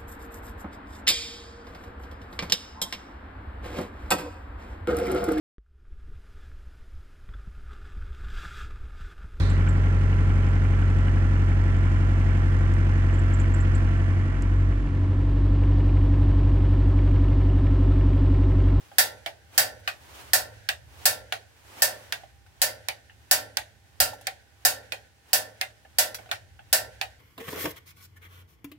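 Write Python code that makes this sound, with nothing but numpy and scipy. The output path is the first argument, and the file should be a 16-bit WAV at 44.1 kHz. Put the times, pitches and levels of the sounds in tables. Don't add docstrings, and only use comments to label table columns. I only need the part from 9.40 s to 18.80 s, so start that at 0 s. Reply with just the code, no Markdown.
import sys
import numpy as np
from scipy import signal
from scipy.fft import rfft, irfft
from scipy.io import wavfile

SR = 44100
rng = np.random.default_rng(int(sys.argv[2]) if len(sys.argv) > 2 else 0)


def wav_out(sig):
    wavfile.write(sys.argv[1], SR, np.round(np.clip(np.atleast_2d(sig).T, -1, 1) * 32767).astype(np.int16))


N = 414540
TIME = np.arange(N) / SR
BIN_HZ = np.arange(N // 2 + 1) * SR / N

# order (multiple of the four-stroke cycle rate), first_db, second_db
ORDERS = [(2, -58.5, -46.0), (3, -54.0, -43.0), (4, -23.0, -20.5), (5, -55.0, -50.5), (6, -44.5, -48.0),
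          (7, -40.0, -33.0), (8, -21.0, -21.0), (9, -46.5, -48.5), (10, -53.5, -46.5), (11, -48.0, -43.5),
          (12, -35.0, -34.5), (13, -40.5, -52.5), (14, -48.5, -49.5), (15, -42.0, -60.5),
          (16, -49.0, -44.0), (17, -58.0, -58.5), (18, -43.0, -49.0), (19, -51.5, -55.5),
          (20, -45.0, -56.5), (21, -46.0, -47.0), (22, -52.0, -43.5), (23, -50.5, -40.5),
          (24, -48.0, -35.3), (25, -51.0, -44.5), (26, -49.0, -41.5), (27, -54.0, -58.5),
          (28, -47.0, -47.5), (29, -49.5, -53.0), (30, -57.0, -51.5), (31, -60.0, -51.0),
          (32, -59.0, -45.0), (33, -55.0, -53.0), (34, -57.5, -61.0), (35, -58.5, -68.0),
          (36, -58.5, -60.5)]


def from_db(db):
    return 10 ** (np.asarray(db) / 20)


def rms_one(x):
    return x / np.sqrt(np.mean(x ** 2) + 1e-20)


def per_bin(points):
    hz, value = np.transpose(points)
    return np.interp(np.log(BIN_HZ + 1e-3), np.log(hz), value)


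def colour(x, spectrum):
    return rms_one(irfft(rfft(x) * from_db(per_bin(spectrum)), N))


def drift(rate_hz):
    knots = rng.standard_normal(4000)
    return np.interp(TIME * rate_hz, np.arange(len(knots)), knots)


def bursts(hits, rise_s, decay_s):
    out = np.zeros(N)
    for start_s, level_db in hits:
        at = int(start_s * SR)
        age = TIME[:min(SR // 5, N - at)]
        out[at:at + len(age)] += from_db(level_db) * (1 - np.exp(-age / rise_s)) * np.exp(-age / decay_s)
    return out


def hiss():
    envelope = [(0, -41.5), (0.15, -53.5), (0.22, -68), (0.4, -100)]
    spectrum = [(2000, -30.5), (3400, -2), (4100, 2.5), (4800, -8), (7000, -15.5), (10000, -19),
                (11500, -32), (14000, -39.5)]
    level = from_db(np.interp(TIME, *np.transpose(envelope)))
    return from_db([[-4], [2]]) * level * colour(rng.standard_normal((2, N)), spectrum)


def ticks():
    hits = [(3.338, -40), (5.022, -32), (7.714, -54), (9.224, -54)]
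    spectrum = [(2500, -33), (5000, -5.5), (7500, 0), (10000, -13), (12000, -11)]
    envelope = from_db(-4.5) * bursts(hits, rise_s=.0003, decay_s=.0025)
    return envelope * colour(rng.standard_normal(N), spectrum)


def bird(length_s=.02, arch_hz=1000, voice_gap_hz=1000, settle_hz=7600, echo_s=.025):
    chips = [(0.0972, -47.5, 7490), (0.287, -46, 7560), (3.7384, -51, 7200), (3.7888, -51, 7600),
             (3.937, -44, 7260), (3.9963, -42.5, 7030), (4.14, -43.5, 7200), (4.2035, -46, 7000),
             (4.349, -44.5, 7600)]
    calls = np.zeros(N)
    progress = np.linspace(0, 1, int(length_s * SR))
    envelope = np.sin(np.pi * progress) * (1 - progress / 2)
    arch = arch_hz * np.exp(-5 * progress) * np.cos(5 * progress)
    upper_gain = from_db(-10) * (2 - 2 * progress)
    for start_s, level_db, pitch_hz in chips:
        sweep_hz = pitch_hz + (settle_hz - pitch_hz) * progress - arch
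        voices_hz = [sweep_hz + gap + 900 * rng.standard_normal(len(progress)) for gap in (0, voice_gap_hz)]
        lower, upper = np.sin(2 * np.pi * np.cumsum(voices_hz, axis=1) / SR)
        at = int((start_s - .003) * SR)
        calls[at:at + len(progress)] += from_db(level_db) * envelope * (lower + upper_gain * upper)
    tail = rng.standard_normal(SR // 8) * np.exp(-TIME[:SR // 8] / echo_s)
    echo = from_db(-8) * signal.fftconvolve(calls, tail / np.linalg.norm(tail))[:N]
    return (calls + echo) * from_db([[-8], [5]])


def touches(cycle, pattern, spread_db=2.2, jitter_s=.0012):
    turns = np.arange(np.ceil(cycle[0]), np.floor(cycle[-1]))
    hits = []
    for phase_cycles, level_db in pattern:
        late, strength = np.clip(rng.standard_normal((len(turns), 2)), -2, 1.3).T
        start_s = np.interp(turns + phase_cycles, cycle, TIME) + jitter_s * late
        hits += zip(np.clip(start_s, 0, TIME[-2]), level_db + spread_db * strength)
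    return hits


def ringing(contacts, column, t60_s=.011, crack_db=-15):
    # pitch_hz, first_left_db, first_right_db, second_db
    modes = [(1530, 0, 0, -2), (1850, 1, -7, -1), (2250, 0, -8, -1), (2500, -3, -11, -2.5),
             (2830, -11, -6.5, -4), (3120, -14, -11.5, -6), (3900, -24, -24, -1)]
    out = from_db(crack_db) * contacts
    radius = from_db(-60 / (t60_s * SR))
    for k, mode in enumerate(modes):
        gain = (-1) ** k * from_db(mode[column]) * (1 - radius ** 2) / 2
        poles = [1, -2 * radius * np.cos(2 * np.pi * mode[0] / SR), radius ** 2]
        out += signal.lfilter([gain, 0, -gain], poles, contacts + 1e-18)
    return out


def fitting(first_cycle, second_cycle, fade):
    hard_hits = [(.166, -31), (.209, -30), (.273, -30), (.363, -34), (.468, -31), (.728, -28), (.816, -33),
                 (.902, -32), (1.033, -29), (1.074, -32), (1.162, -30), (1.248, -30), (1.335, -31),
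                 (1.423, -31), (1.597, -34), (1.682, -29), (1.770, -31), (1.963, -34), (2.117, -32),
                 (2.291, -34), (2.466, -33), (2.483, -33), (2.569, -33), (2.811, -34), (2.897, -34),
                 (2.917, -32), (3.003, -33), (3.263, -34), (3.521, -33), (3.608, -34), (3.697, -32),
                 (3.783, -33), (3.911, -32), (3.998, -33), (4.041, -33), (4.474, -33), (4.560, -33),
                 (4.603, -32.5), (4.690, -36), (4.735, -35.5), (4.822, -37), (4.907, -35), (4.951, -36),
                 (5.125, -37), (5.322, -36), (5.471, -36.5), (5.644, -39.5), (5.730, -41), (6.148, -43.5),
                 (6.234, -40), (6.403, -41.5), (6.570, -38.5), (6.659, -43), (6.737, -41), (7.030, -43.5),
                 (7.166, -39.5), (7.337, -41.5), (7.587, -40), (7.673, -43), (7.760, -37), (7.796, -43),
                 (7.841, -42.5), (7.883, -39.5), (8.009, -43), (8.183, -41.5), (8.265, -38), (8.519, -42),
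                 (8.609, -43), (8.731, -41.5), (9.115, -43), (9.202, -41), (9.238, -43), (9.282, -42),
                 (9.302, -43)]
    spectrum = [(400, -18), (1100, -10), (1400, 0), (3150, 0), (3700, -16), (7000, -28), (11000, -50)]
    # phase_cycles, level_db
    first_pattern = [(.02, -38), (.125, -41), (.285, -37), (.53, -38.5), (.79, -41), (.88, -40), (.95, -41)]
    second_pattern = [(.065, -46.5), (.115, -47), (.54, -46.5)]
    knocks = bursts(hard_hits, rise_s=.0005, decay_s=.0037)
    first_rattle = bursts(touches(first_cycle, first_pattern), rise_s=.00055, decay_s=.0035)
    second_rattle = bursts(touches(second_cycle, second_pattern), rise_s=.0011, decay_s=.0042)
    first = np.maximum(knocks, from_db(-2.5) * first_rattle)
    second = np.maximum(knocks, from_db(-.5) * second_rattle)
    left, right, centre = [colour(rng.standard_normal(N), spectrum) for _ in range(3)]
    wide = from_db(4.3) * np.array([ringing(first * left, column=1), ringing(first * right, column=2)])
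    centred = from_db(4.5) * ringing(second * centre, column=3)
    return (1 - fade) * wide + fade * centred


def wash(spectrum, level_db):
    return from_db(level_db) * colour(rng.standard_normal(N), spectrum)


def clatter(cycle, spectrum, repeat_hz, stroke_db, heavy_db, grain_db, renew_s=7.3):
    size = SR // 12
    position = cycle % 1 * size
    early, late = [np.interp(position, np.arange(size), rng.standard_normal(size)) for _ in range(2)]
    turn = np.pi * TIME / renew_s
    pattern = rms_one(early * np.cos(turn) + late * np.sin(turn))
    repeat_share = .65 / (1 + (BIN_HZ / repeat_hz) ** 2)
    repeating = rfft(pattern) * np.sqrt(repeat_share)
    fresh = rfft(rng.standard_normal(N)) * np.sqrt(1 - repeat_share)
    stroke = np.cos(8 * np.pi * (cycle - .09))
    heavy = np.cos(2 * np.pi * (cycle - .1))
    shake = from_db(stroke_db * stroke + heavy_db * heavy + grain_db * drift(350))
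    return colour(irfft(repeating + fresh, N) * shake, spectrum)


def drone(cycle, column, swells, middle_s, swell_span_s, throb, scatter_cycles, waver_db):
    whines = [(37, -55, -72), (39, -64, -62), (41, -60.5, -61), (43, -65, -57.5), (44, -63, -55.5),
              (47, -67, -58.5), (48, -59.5, -58.5), (54, -70.5, -59), (55, -66, -68), (56, -59, -59),
              (60, -62, -68), (71, -62.5, -65), (72, -64, -69), (76, -65, -64), (86, -61, -64),
              (88, -62.5, -62), (90, -62.5, -63), (100, -62.5, -68), (102, -62.5, -74.5), (111, -68, -63),
              (117, -57, -68), (122, -65, -69.5), (152, -63, -70), (168, -63.5, -77.5), (180, -63.5, -71.5)]
    out, lag = np.zeros(N), 0
    unsteady = cycle + .0007 * drift(30)
    slopes = {round(order): db_per_s for order, db_per_s in swells}
    elapsed_s = np.clip(TIME, *swell_span_s) - middle_s
    cycle_hz = (cycle[-1] - cycle[0]) / TIME[-1]
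    for row in ORDERS + whines:
        order = round(row[0])
        lag += np.interp((order - .5) * cycle_hz, *np.transpose(throb))
        lag += scatter_cycles * (1 + (order / 28) ** 4) * rng.standard_normal()
        if order not in (4, 8, 12):
            waver = waver_db * np.sqrt(1 + order / 15) * drift(6.4)
            level_db = row[column] + slopes.get(order, 0) * elapsed_s + waver
            out += np.sqrt(2) * from_db(level_db) * np.cos(2 * np.pi * (order * unsteady - lag))
    return out


def crank(firings_hz, fires_s, sag_hz_per_s=0, hunt_cycles=.0009):
    elapsed_s = TIME - fires_s
    mean_firings_hz = firings_hz - sag_hz_per_s * elapsed_s / 2
    return mean_firings_hz * elapsed_s / 4 + hunt_cycles * drift(2)


def firing(cycle, column, trail_rad=.7):
    gain = {round(row[0]): np.sqrt(2) * from_db(row[column]) for row in ORDERS}
    angle = 8 * np.pi * cycle
    overtones = gain[8] * np.cos(2 * angle - trail_rad) - gain[12] * np.cos(3 * angle - trail_rad)
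    return gain[4] * np.cos(angle) + overtones


def spread(mid, other, direct_share=.48, left_lag_s=.0001):
    widths = [(60, -3), (120, -5.5), (220, -6), (410, -12.5), (600, -3), (900, -1.5), (1250, -2),
              (1520, 5.5), (1900, 1.5), (2800, -0.5), (5300, 3.5), (10000, 1.5)]
    balance = [(60, 11.5), (120, 1.5), (300, -1.5), (480, 0.5), (780, -6.5), (1480, -7), (2800, -8),
               (5000, -7.5), (10000, -2.5)]
    width = from_db(per_bin(widths))
    power = (1 + width ** 2) / 2
    lean = power * np.tanh(per_bin(balance) * np.log(10) / 20)
    lag = -power * direct_share * np.sin(2 * np.pi * BIN_HZ * left_lag_s)
    unrelated = np.sqrt(np.maximum(width ** 2 - lean ** 2 - lag ** 2, 0))
    side = irfft(rfft(mid) * (lean + 1j * lag) + rfft(other) * unrelated, N)
    return np.array([mid + side, mid - side])


def first_stretch(cycle):
    swells = [(13, -1), (15, -2), (19, 2), (21, 1.8), (29, 3), (37, -2.5), (44, 3), (48, -1.6), (56, 1.8),
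              (60, 2.5), (71, -3)]
    throb = [(50, .85), (135, .65), (165, 1.25), (198, 1.25), (213, .85), (235, 1.1), (252, 1.65),
             (285, 1.25), (320, 1.25), (340, .9)]
    # freq_hz, gain_db
    clatter_colour = [(240, -20.5), (400, -5), (498, -4), (587, -9), (628, -7.5), (771, -9), (837, -7),
                      (920, -9), (1030, -6.5), (1230, -10.5), (1350, -6), (1600, -9.5), (1780, -7),
                      (2000, -10), (2400, -14.5), (3200, -20), (3830, -28.5), (7280, -31.5), (10000, -37.5),
                      (11000, -55), (14000, -52.5), (22000, -120)]
    wash_colour = [(10, -8), (35, 5.5), (75, 6.5), (120, 2.5), (165, 1), (200, -4.5), (250, -3.5),
                   (330, -5), (380, -11), (430, -11), (470, -15), (900, -51.5)]

    def path(hum_db, wash_db):
        hum = drone(cycle, column=1, swells=swells, middle_s=2.3, swell_span_s=(.8, 3.8),
                    throb=throb, scatter_cycles=.08, waver_db=1)
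        contacts = clatter(cycle, clatter_colour, repeat_hz=1400, stroke_db=-1.84, heavy_db=.5, grain_db=.37)
        return from_db(hum_db) * hum + from_db(-42) * contacts + wash(wash_colour, wash_db)

    late = np.interp(TIME - .0003, TIME, cycle)
    exhaust = np.array([from_db(.1) * firing(late, column=1), from_db(-.05) * firing(cycle, column=1)])
    return exhaust + spread(path(hum_db=0, wash_db=-39), path(hum_db=-5.5, wash_db=-36))


def second_stretch(cycle):
    swells = [(16, -1), (18, -1.5), (22, 3.5), (23, 7), (24, -1.6), (25, 2.5), (32, 4), (33, 3), (47, 3),
              (48, 4), (111, 3), (43, -1)]
    throb = [(50, .6), (140, .1), (185, .8), (240, .5), (266, .7), (289, .72), (312, 1.45), (335, 1.33),
             (360, 1.65), (375, 1.2), (520, 1.1)]
    # freq_hz, gain_db
    clatter_colour = [(240, -31), (400, -5), (505, -4.5), (720, -8), (1070, -8.5), (1350, -12.5),
                      (1510, -17), (1730, -14), (2270, -21), (2950, -20.5), (3990, -26.5), (7180, -41),
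                      (8580, -39.5), (10000, -51), (11000, -70.5), (14000, -77.5), (22000, -120)]
    wash_colour = [(10, -2.5), (24, 1), (70, 9.5), (125, 3), (165, -5), (215, -8.5), (282, -2.5), (335, -9),
                   (378, -9), (420, -21.5), (500, -12), (640, -23), (900, -61.5)]
    hum = drone(cycle, column=2, swells=swells, middle_s=7.7, swell_span_s=(5.6, 8.4),
                throb=throb, scatter_cycles=.04, waver_db=.8)
    contacts = clatter(cycle, clatter_colour, repeat_hz=900, stroke_db=.2, heavy_db=.67, grain_db=.3)
    return firing(cycle, column=2) + hum + from_db(-43.5) * contacts + wash(wash_colour, level_db=-32.3)


def scene():
    fade = np.interp(TIME, [4.4, 6.32], [0, 1])
    first_cycle = crank(firings_hz=46.177, fires_s=4.3425)
    second_cycle = crank(firings_hz=47.22, fires_s=6.2251, sag_hz_per_s=.025)
    engine = (1 - fade) * first_stretch(first_cycle) + fade * second_stretch(second_cycle)
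    return engine + fitting(first_cycle, second_cycle, fade) + bird() + ticks() + hiss()


def record(dry):
    return signal.sosfilt(signal.butter(4, 11000, fs=SR, output="sos"), dry)


dry = scene()
out = record(dry)
wav_out(out)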